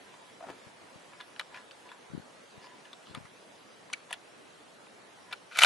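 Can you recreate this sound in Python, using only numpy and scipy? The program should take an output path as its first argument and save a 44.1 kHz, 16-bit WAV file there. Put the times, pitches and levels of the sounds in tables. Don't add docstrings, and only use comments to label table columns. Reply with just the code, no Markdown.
import sys
import numpy as np
from scipy import signal
from scipy.fft import rfft, irfft
from scipy.io import wavfile
from scipy.ndimage import uniform_filter1d

SR = 44100
rng = np.random.default_rng(int(sys.argv[2]) if len(sys.argv) > 2 else 0)


def generate_wav(signal):
    frames = np.transpose(np.atleast_2d(signal))
    scaled = np.clip(frames, -1, 1) * 32767
    pcm = np.round(scaled).astype(np.int16)
    wavfile.write(sys.argv[1], SR, pcm)


def attenuation_scalar(level_db):
    decades = np.asarray(level_db, float) / 20
    return 10 ** decades


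N = 249165

# frequency in Hz, level in dB per Hz.
AIR_SPECTRUM = [(25, -29), (80, -15.5), (180, -4), (520, -0.5), (2070, -8.5), (4990, -13.5), (11200, -19.5),
                (12100, -35)]
# frequency in Hz, correlation from 0 to 1.
AIR_LIKENESS = [(60, 0.218), (140, 0.37), (350, 0.2), (840, 0.2), (2020, 0.062), (4860, 0.51),
                (11700, 0.58)]
# frequency in Hz, left minus right in dB.
AIR_BALANCE = [(60, 1.0), (170, -0.14), (490, -1.128), (1420, -1.6), (4080, -0.679), (11700, 0.094)]
AIR_DB, AIR_SETTLE_DB, AIR_SETTLE_S = -53.5, 1.3, 0.99

# frequency in Hz, width in Hz, level in dB.
BODY_MODES = [(996, 35, 6.5), (1420, 46.3, -5.5), (1700, 57, 0.5), (1920, 63, -8), (2450, 67, -19),
              (2770, 160, -13), (3420, 49, -12.5), (4100, 32, -29)]
# frequency in Hz, width in Hz, level in dB.
ACTION_MODES = [(848, 47, 14.5), (1450, 92, -2), (2300, 200, 9.5), (2580, 44, -17), (3000, 17, 6),
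                (3500, 27, -15), (3520, 40, 1.5), (3820, 31, -7), (4230, 23, -9), (4330, 140, -16)]
# frequency in Hz, width in Hz, level in dB.
SHEEN_MODES = [(5700, 230, -7), (7100, 470, -30), (8800, 1000, -22), (10200, 530, -18)]

# peak time in seconds, rise in seconds, fall in seconds, level in dB,
# brightness in dB per octave. Rise and fall each span STROKE_DB.
SLIDES = [(.146, 0.27, 0.22, -62, -15), (0.301, .1, .01, -60, 4), (1.14, 0.028, 0.016, -49, -15),
          (1.212, .03, 0.032, -44, 2), (1.55, 0.059, 0.086, -48.5, -5), (1.579, 0.063, 0.051, -47, -4),
          (1.858, .012, 0.13, -51.5, -20), (1.905, .1, .02, -56, 12), (1.918, .012, 0.038, -45.5, -11),
          (2.65, 0.16, .15, -53, -1), (2.718, .04, 0.13, -53.5, -14), (2.852, .006, .06, -53, 4),
          (3.13, .25, .03, -60, 13), (3.148, .01, 0.058, -45, -3), (3.254, .008, 0.057, -53, -7),
          (4.11, .02, .014, -42.5, 3), (4.128, 0.0071, 0.028, -36, 6), (5.279, 0.066, .08, -57, -8),
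          (5.33, .04, .02, -41.5, -3)]
STROKE_DB = 21
# time in seconds, level in dB.
RUN_HOME = [
    (5.49, -68),
    (5.585, -36),
    (5.59, -17.5),
    (5.601, -35.5),
    (5.624, -23),
    (5.65, -25),
]
RUN_HOME_TILT = 2.5

# start in seconds, peak in dB, low ring in Hz, high ring in Hz,
# high minus low ring in dB.
CLACKS = [(.1405, -40, 1010, 2530, -25), (1.204, -34, 1700, 2080, -2), (1.3968, -21, 2030, 1920, 15),
          (1.4013, -30, 1000, 3236, 0.5), (1.4037, -34.5, 1420, 3040, -1), (1.4107, -32, 1500, 2490, -6),
          (1.4153, -39, 1240, 2959, -2), (1.7106, -35.5, 1644, 2710, 9), (1.7165, -42.5, 1521, 4500, 4),
          (2.6434, -37.5, 890, 2100, -15.5), (2.6692, -45, 990, 2860, 0), (2.9354, -40.5, 1139, 3600, -1),
          (3.1477, -35, 1420, 3000, 7), (3.901, -40, 1078, 1940, -2), (3.9332, -23, 1638, 2930, 10),
          (3.9365, -22.5, 1675, 2600, 12), (3.9411, -37, 1740, 2560, -1), (4.113, -30.5, 780, 2265, -16),
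          (4.1206, -45, 760, 3120, -11), (5.3161, -39, 960, 2150, 2), (5.3125, -41, 1560, 2000, 0),
          (5.5238, -38, 1500, 2100, 2), (5.3263, -27.5, 1410, 3282, 3)]
# start in seconds, peak in dB, low ring in Hz, high ring in Hz,
# high minus low ring in dB.
SNAPS = [(1.1331, -44, 1291, 2400, -3), (1.2101, -35, 1150, 3500, 3), (1.3626, -38.5, 1630, 2584, 2.5),
         (1.395, -24.5, 1420, 4050, 26), (1.8911, -39, 850, 2520, 5), (1.9164, -36.5, 1650, 3400, -8),
         (2.8545, -42, 1570, 3000, 9.5), (2.9305, -45.5, 988, 5300, 6), (2.9308, -35, 1150, 3500, 6),
         (3.0704, -42.5, 1160, 3030, -2), (3.1495, -28, 1240, 3280, -6), (3.9295, -30, 1330, 3000, 3),
         (3.9325, -27.5, 1280, 6040, 18), (4.1082, -31.5, 812, 2220, -2.5), (4.128, -22, 1830, 2490, 6),
         (4.1367, -33, 1455, 3280, 7.5), (4.1409, -33, 1460, 3240, 8), (4.8693, -42.5, 859, 1870, 0),
         (5.3298, -26, 1450, 2130, -0.5)]
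CLACK_TREBLE_DB, SNAP_TREBLE_DB, RATTLE_TREBLE_DB = -40, -26, -38
EDGE_DB_PER_DB = 0.7451
ACTION_DB, ACTION_DB_PER_DB = -5, 0.26
STOCK_DB, STOCK_DB_PER_DB = -14, 0.3956

# time in seconds, level in dB.
RUB = [
    (0.39, -70),
    (0.412, -54),
    (0.478, -47),
    (0.5, -42),
    (0.528, -51.5),
    (0.6, -67),
]
# frequency in Hz, level in dB.
RUB_COLOUR = [(100, -15), (280, 0.5), (700, -5), (1500, -8), (3000, -19), (6000, -30), (12000, -36)]
# start in seconds, peak in dB, ring in Hz.
KNOCKS = [(0.406, -34.5, 795.5), (0.41, -33.5, 720), (0.426, -33, 710), (0.438, -31, 690),
          (0.446, -35, 754), (0.451, -44, 513.8), (0.486, -41, 1150), (0.486, -35, 680), (0.5, -31, 289.3),
          (0.508, -46, 250), (0.513, -50, 474)]
# start in seconds, length in seconds, level in dB, band centre in Hz.
SCUFFS = [
    (2.6, 0.088, -63, 4670),
    (3, .08, -74, 3340),
    (3.05, .1, -63, 4200),
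    (1.4, .04, -68.5, 3300),
    (4.13, 0.027, -61, 3000),
    (3.925, .03, -57, 2800),
    (3.928, .012, -46.5, 9160),
    (4.126, 0.0091, -46, 10100),
    (4.106, .01, -56, 9000),
    (.49, .025, -59, 2000),
]

# centre in seconds, peak in dB.
GUSTS = [(0.67, -42), (.96, -40.5), (2.102, -43), (2.121, -42), (2.137, -28), (2.143, -37), (2.15, -24.5),
         (2.156, -36), (2.167, -42), (2.179, -26), (2.199, -36), (2.579, -40.5), (3.1, -44), (3.112, -39),
         (3.146, -42.5), (3.16, -43), (3.175, -31), (3.183, -33.5), (3.21, -39), (3.229, -46.5),
         (3.25, -42)]
EDDY_HZ, EDDY_HZ_PER_DB = 183, 5.5

# start in seconds, length in seconds, first level in dB, last level in dB,
# low ring in Hz.
RATTLES = [(1.206, 0.0055, -46, -46, 1090), (1.544, 0.012, -35, -51, 1700),
           (1.559, 0.019, -42.5, -37, 1610), (1.596, .006, -48, -48, 1300), (1.919, 0.0078, -42, -43, 1005),
           (3.1577, .012, -38.5, -42, 950), (3.168, .011, -41, -43, 1250), (3.2535, .006, -44, -46, 1200),
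           (3.945, .003, -38, -44, 1617), (4.142, .009, -41.5, -42, 750), (5.334, 0.013, -32, -50, 1460),
           (5.5136, 0.042, -39, -43, 1490), (5.554, .032, -30.5, -25, 1380)]
BOUNCE_S, BOUNCE_SPREAD_DB = .0042, 4.5
RATTLE_HIGH_HZ, RATTLE_HIGH_DB = 2150, -4.5

# start in seconds, peak in dB, high ring in Hz, high minus low ring in dB,
# treble crack in dB.
SLAMS = [(5.5728, -24, 2240, -4, -17), (5.5884, -11.5, 2600, 0.5, -10.5), (5.597, -19, 4400, -6, -27),
         (5.6074, -17.5, 1910, -13, -28), (5.6138, -17, 1898, -13, -23), (5.6197, -5.5, 1930, 3, -28),
         (5.6228, -9.5, 2700, 3, -30), (5.627, -11, 2855, -5, -23), (5.6324, -17, 4000, -1, -10),
         (5.6353, 0, 2610, 31, -23), (5.6387, -6.5, 2073, -3, -18), (5.6438, -13, 2406, -7, -26),
         (5.6465, -1, 2330, -7, -25)]
RECEIVER_HZ = 1360


def evened(x):
    return x / np.sqrt(np.mean(x ** 2) + 1e-20)


def peaked(x):
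    return x / abs(x).max()


def read(points, hz):
    f, value = np.transpose(points)
    return np.interp(np.log(hz + 1), np.log(f + 1), value)


def add(mix, s, sound):
    part = mix[round(s * SR):][:len(sound)]
    part += sound[:len(part)]


def ring(x, hz, width):
    r = np.exp(-np.pi * width / SR)
    poles = [1, -2 * r * np.cos(2 * np.pi * hz / SR), r * r]
    return signal.lfilter([(1 - r * r) / 2, 0, (r * r - 1) / 2], poles, x)


def grit(count, per_s, spread_db):
    chance, size, sign = rng.random((count, 3)).T
    height = attenuation_scalar(-spread_db * np.log(size + 0.000914))
    return (chance < per_s / SR) * height * np.sign(sign - .5)


def air():
    frames, hz = N // 256 + 5, np.fft.rfftfreq(1024, 1 / SR)
    a, b, c, d, patches = rng.standard_normal((frames, 513, 5)).T
    patches = evened(uniform_filter1d(uniform_filter1d(patches, 10, 0), 12, 1))
    flutter = evened(uniform_filter1d(rng.standard_normal((2, 1, frames)), 9))
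    same = np.clip(read(AIR_LIKENESS, hz), 0, 1)[:, None]
    left = a + 1j * b
    right = same * left + np.sqrt(1 - same ** 2) * (c + 1j * d)
    balance = read(AIR_BALANCE, hz) * np.array([[.5], [-.5]])
    colour_db = (read(AIR_SPECTRUM, hz) + balance)[:, :, None]
    flutter_db = 2.0 * flutter / (1 + (hz[:, None] / 150) ** 2)
    z = np.array([left, right]) * attenuation_scalar(colour_db + 1.22 * patches + flutter_db)
    hiss = evened(signal.istft(z, nperseg=1024, noverlap=768)[1][:, :N])
    return attenuation_scalar(AIR_DB + AIR_SETTLE_DB * np.exp(-np.arange(N) / SR / AIR_SETTLE_S)) * hiss


def thinned(x):
    pair = np.array([[1, 0.96], [1, -0.95197]]) / np.sqrt(2)
    frame = dict(fs=SR, window="cosine", nperseg=2048, noverlap=1024)
    offset = 191
    hz, t, z = signal.stft(np.roll(pair @ x, -offset, axis=1), **frame)
    fine, wide = rng.standard_normal((2,) + z.shape)
    fine = evened(uniform_filter1d(uniform_filter1d(fine, size=3, axis=1), size=2, axis=2))
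    wide = evened(uniform_filter1d(uniform_filter1d(wide, size=7, axis=1), size=3, axis=2))
    treble = np.clip((hz[:, None] - 1200) / 3600, 0, 1)
    dropped = (fine > 2.3 - 1.9 * treble) | (wide > 2.6 - 1.85 * treble)
    z = z * np.where(dropped, attenuation_scalar(-35), 1)
    return pair @ np.roll(signal.istft(z, **frame)[1][:, :N], offset, axis=1)


def stroke(peak_s, rise_s, fall_s, db, tilt):
    reach = .12001
    return [(peak_s - reach, db - STROKE_DB * reach / rise_s, tilt), (peak_s, db, tilt),
            (peak_s + reach, db - STROKE_DB * reach / fall_s, tilt)]


def slide(rows, modes, per_s, widen, top_hz):
    s, db, tilt = np.transpose(rows)
    t = np.arange(s[0], s[-1], 1 / SR)
    drive = grit(len(t), per_s, spread_db=1.5)
    tilt = np.interp(t, s, tilt)
    sound = sum(attenuation_scalar(d + tilt * np.log2(f / 1500)) * ring(drive, f, w * widen) for f, w, d in modes)
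    sound = ring(sound, 1640, top_hz)
    sound = sound / np.sqrt(uniform_filter1d(sound ** 2, 1500) + 1e-12)
    onset = np.minimum((t - s[0]) / 0.00834, 1)
    return s[0], attenuation_scalar(np.interp(t, s, db) - 2.5) * sound * onset


def click(s, db, low_hz, high_hz, high_db, treble_db):
    t = np.arange(2000) / SR
    chatter = rng.standard_normal(len(t)) * np.exp(-t / 0.00089) * np.minimum(t / 0.00022, 1)
    chatter[12] += 1.6
    damping = 1.5 + max(db + 35, 0) / 25
    low = peaked(ring(ring(chatter, low_hz, 110 * damping), low_hz, 1530))
    high = peaked(ring(ring(chatter, high_hz, 280 * damping), high_hz, 1300))
    pair = attenuation_scalar(min(-high_db, 0)) * low + attenuation_scalar(min(high_db, 0)) * high

    action = sum(attenuation_scalar(d) * ring(chatter, f, 162) for f, w, d in ACTION_MODES[1:])
    action = peaked(ring(action, 2100, 5300))
    stock = peaked(ring(ring(chatter, ACTION_MODES[0][0], 170), 970, 860))
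    action = action + attenuation_scalar(STOCK_DB + STOCK_DB_PER_DB * (db + 15)) * stock

    snap = peaked(ring(ring(chatter, 3100, 6000), 5200, 9300))
    sheen = sum(ring(chatter, f * rng.uniform(0.95, 1.1), w) for f, w, d in SHEEN_MODES)
    snap = ring(snap + 0.53 * peaked(sheen), 7200, 9300)
    snap = snap * attenuation_scalar(min(db + 40, 0) * .45)

    push = peaked(ring(chatter, 130.0, 160))
    sound = 0.65 * pair + attenuation_scalar(ACTION_DB + ACTION_DB_PER_DB * min(db + 22, 0)) * action
    sound = sound + attenuation_scalar(treble_db + 12) * snap + attenuation_scalar(-33.0) * push
    return s - .0003, attenuation_scalar(db) * sound


def clack(s, db, *rings):
    return click(s, db, *rings, CLACK_TREBLE_DB)


def rub():
    s, db = np.transpose(RUB)
    t = np.arange(s[0], s[-1], 1 / SR)
    colour = attenuation_scalar(read(RUB_COLOUR, np.fft.rfftfreq(len(t), 1 / SR)))
    sound = irfft(rfft(grit(len(t), 6000., spread_db=4.0)) * colour, len(t))
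    return s[0], attenuation_scalar(np.interp(t, s, db) - 3.5) * evened(sound)


def knock(s, db, hz):
    t = np.arange(1500) / SR
    blow = rng.standard_normal(len(t)) * np.exp(-t / 0.0027)
    return s, attenuation_scalar(db - 5.5) * peaked(ring(ring(blow, hz, 140), hz, 1100))


def scuff(s, length, db, hz):
    drive = grit(round(length * SR), per_s=6000., spread_db=4.0)
    band = evened(ring(ring(drive, hz, 816), hz, 1400))
    return s, attenuation_scalar(db) * band * signal.windows.tukey(len(drive), .6)


def gusts():
    out, t = np.zeros(N), np.arange(-600, 600) / SR
    for s, db in GUSTS:
        hz = EDDY_HZ + EDDY_HZ_PER_DB * (db + 39)
        u = (np.pi * .8 * hz * t) ** 2
        skew = rng.uniform(-0.27, 0.2667) * np.pi * hz * t
        add(out, s + t[0], attenuation_scalar(db) * (1 - 2 * u + skew) * np.exp(-u))
    return out * np.array([[1], [-.17]])


def snap(s, db, *rings):
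    return click(s, db, *rings, SNAP_TREBLE_DB + EDGE_DB_PER_DB * (db + 35))


def rattle(start, length, first_db, last_db, low_hz):
    for k, (late, size, low, high, mix) in enumerate(rng.uniform(-1, 1, (9, 5))):
        after = (k + 0.24 * late * (k > 0)) * BOUNCE_S
        db = first_db + (last_db - first_db) * min(after / length, 1) + BOUNCE_SPREAD_DB * size
        s, sound = click(start + after, db, low_hz * (1 + 0.071 * low), RATTLE_HIGH_HZ * (1 + .15 * high),
                         RATTLE_HIGH_DB + 6 * mix, RATTLE_TREBLE_DB)
        yield s, sound * (after < length)


def slam(s, db, *colour):
    return click(s, db, RECEIVER_HZ, *colour)


def outdoors(x):
    t = np.arange(9000) / SR
    near = rng.standard_normal((2, len(t))) * np.exp(-t / 0.0051) * (t > .001)
    trees = rng.standard_normal((2, len(t))) * np.exp(-t / 0.047) * (t > .012)
    tail = attenuation_scalar(-8) * near / np.linalg.norm(near[0]) + attenuation_scalar(-25) * trees / np.linalg.norm(trees[0])
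    return signal.oaconvolve(x[None], tail, axes=1)[:, :N]


def scene():
    rifle, hand = np.zeros(N), np.zeros(N)
    background = thinned(air()) + gusts()
    for row in SLIDES:
        add(rifle, *slide(stroke(*row), BODY_MODES, 2500., 0.86, top_hz=4500))
    for row in CLACKS:
        add(rifle, *clack(*row))
    add(hand, *rub())
    for row in KNOCKS:
        add(hand, *knock(*row))
    for row in SCUFFS:
        add(rifle, *scuff(*row))
    for row in SNAPS:
        add(rifle, *snap(*row))
    for row in RATTLES:
        for bounce in rattle(*row):
            add(rifle, *bounce)
    last_push = [(*row, RUN_HOME_TILT) for row in RUN_HOME]
    add(rifle, *slide(last_push, ACTION_MODES + SHEEN_MODES, 2500., 3.3, top_hz=8896))
    for row in SLAMS:
        add(rifle, *slam(*row))
    near = rifle * attenuation_scalar(np.array([[.6], [-.6]])) + hand * attenuation_scalar(np.array([[1.3], [-1.3]]))
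    return near + outdoors(rifle + hand) + background


def roll_off(x):
    return signal.sosfilt(signal.butter(12, 12300, fs=SR, output="sos"), x)


def record(dry):
    cut = signal.sosfilt(signal.butter(2, 70, "high", fs=SR, output="sos"), dry)
    cut = signal.sosfilt(signal.butter(10, 11700, fs=SR, output="sos"), cut)
    mix = cut / (1 + abs(cut) ** 4) ** .25
    return roll_off(mix)


dry = scene()
out = record(dry)
generate_wav(out)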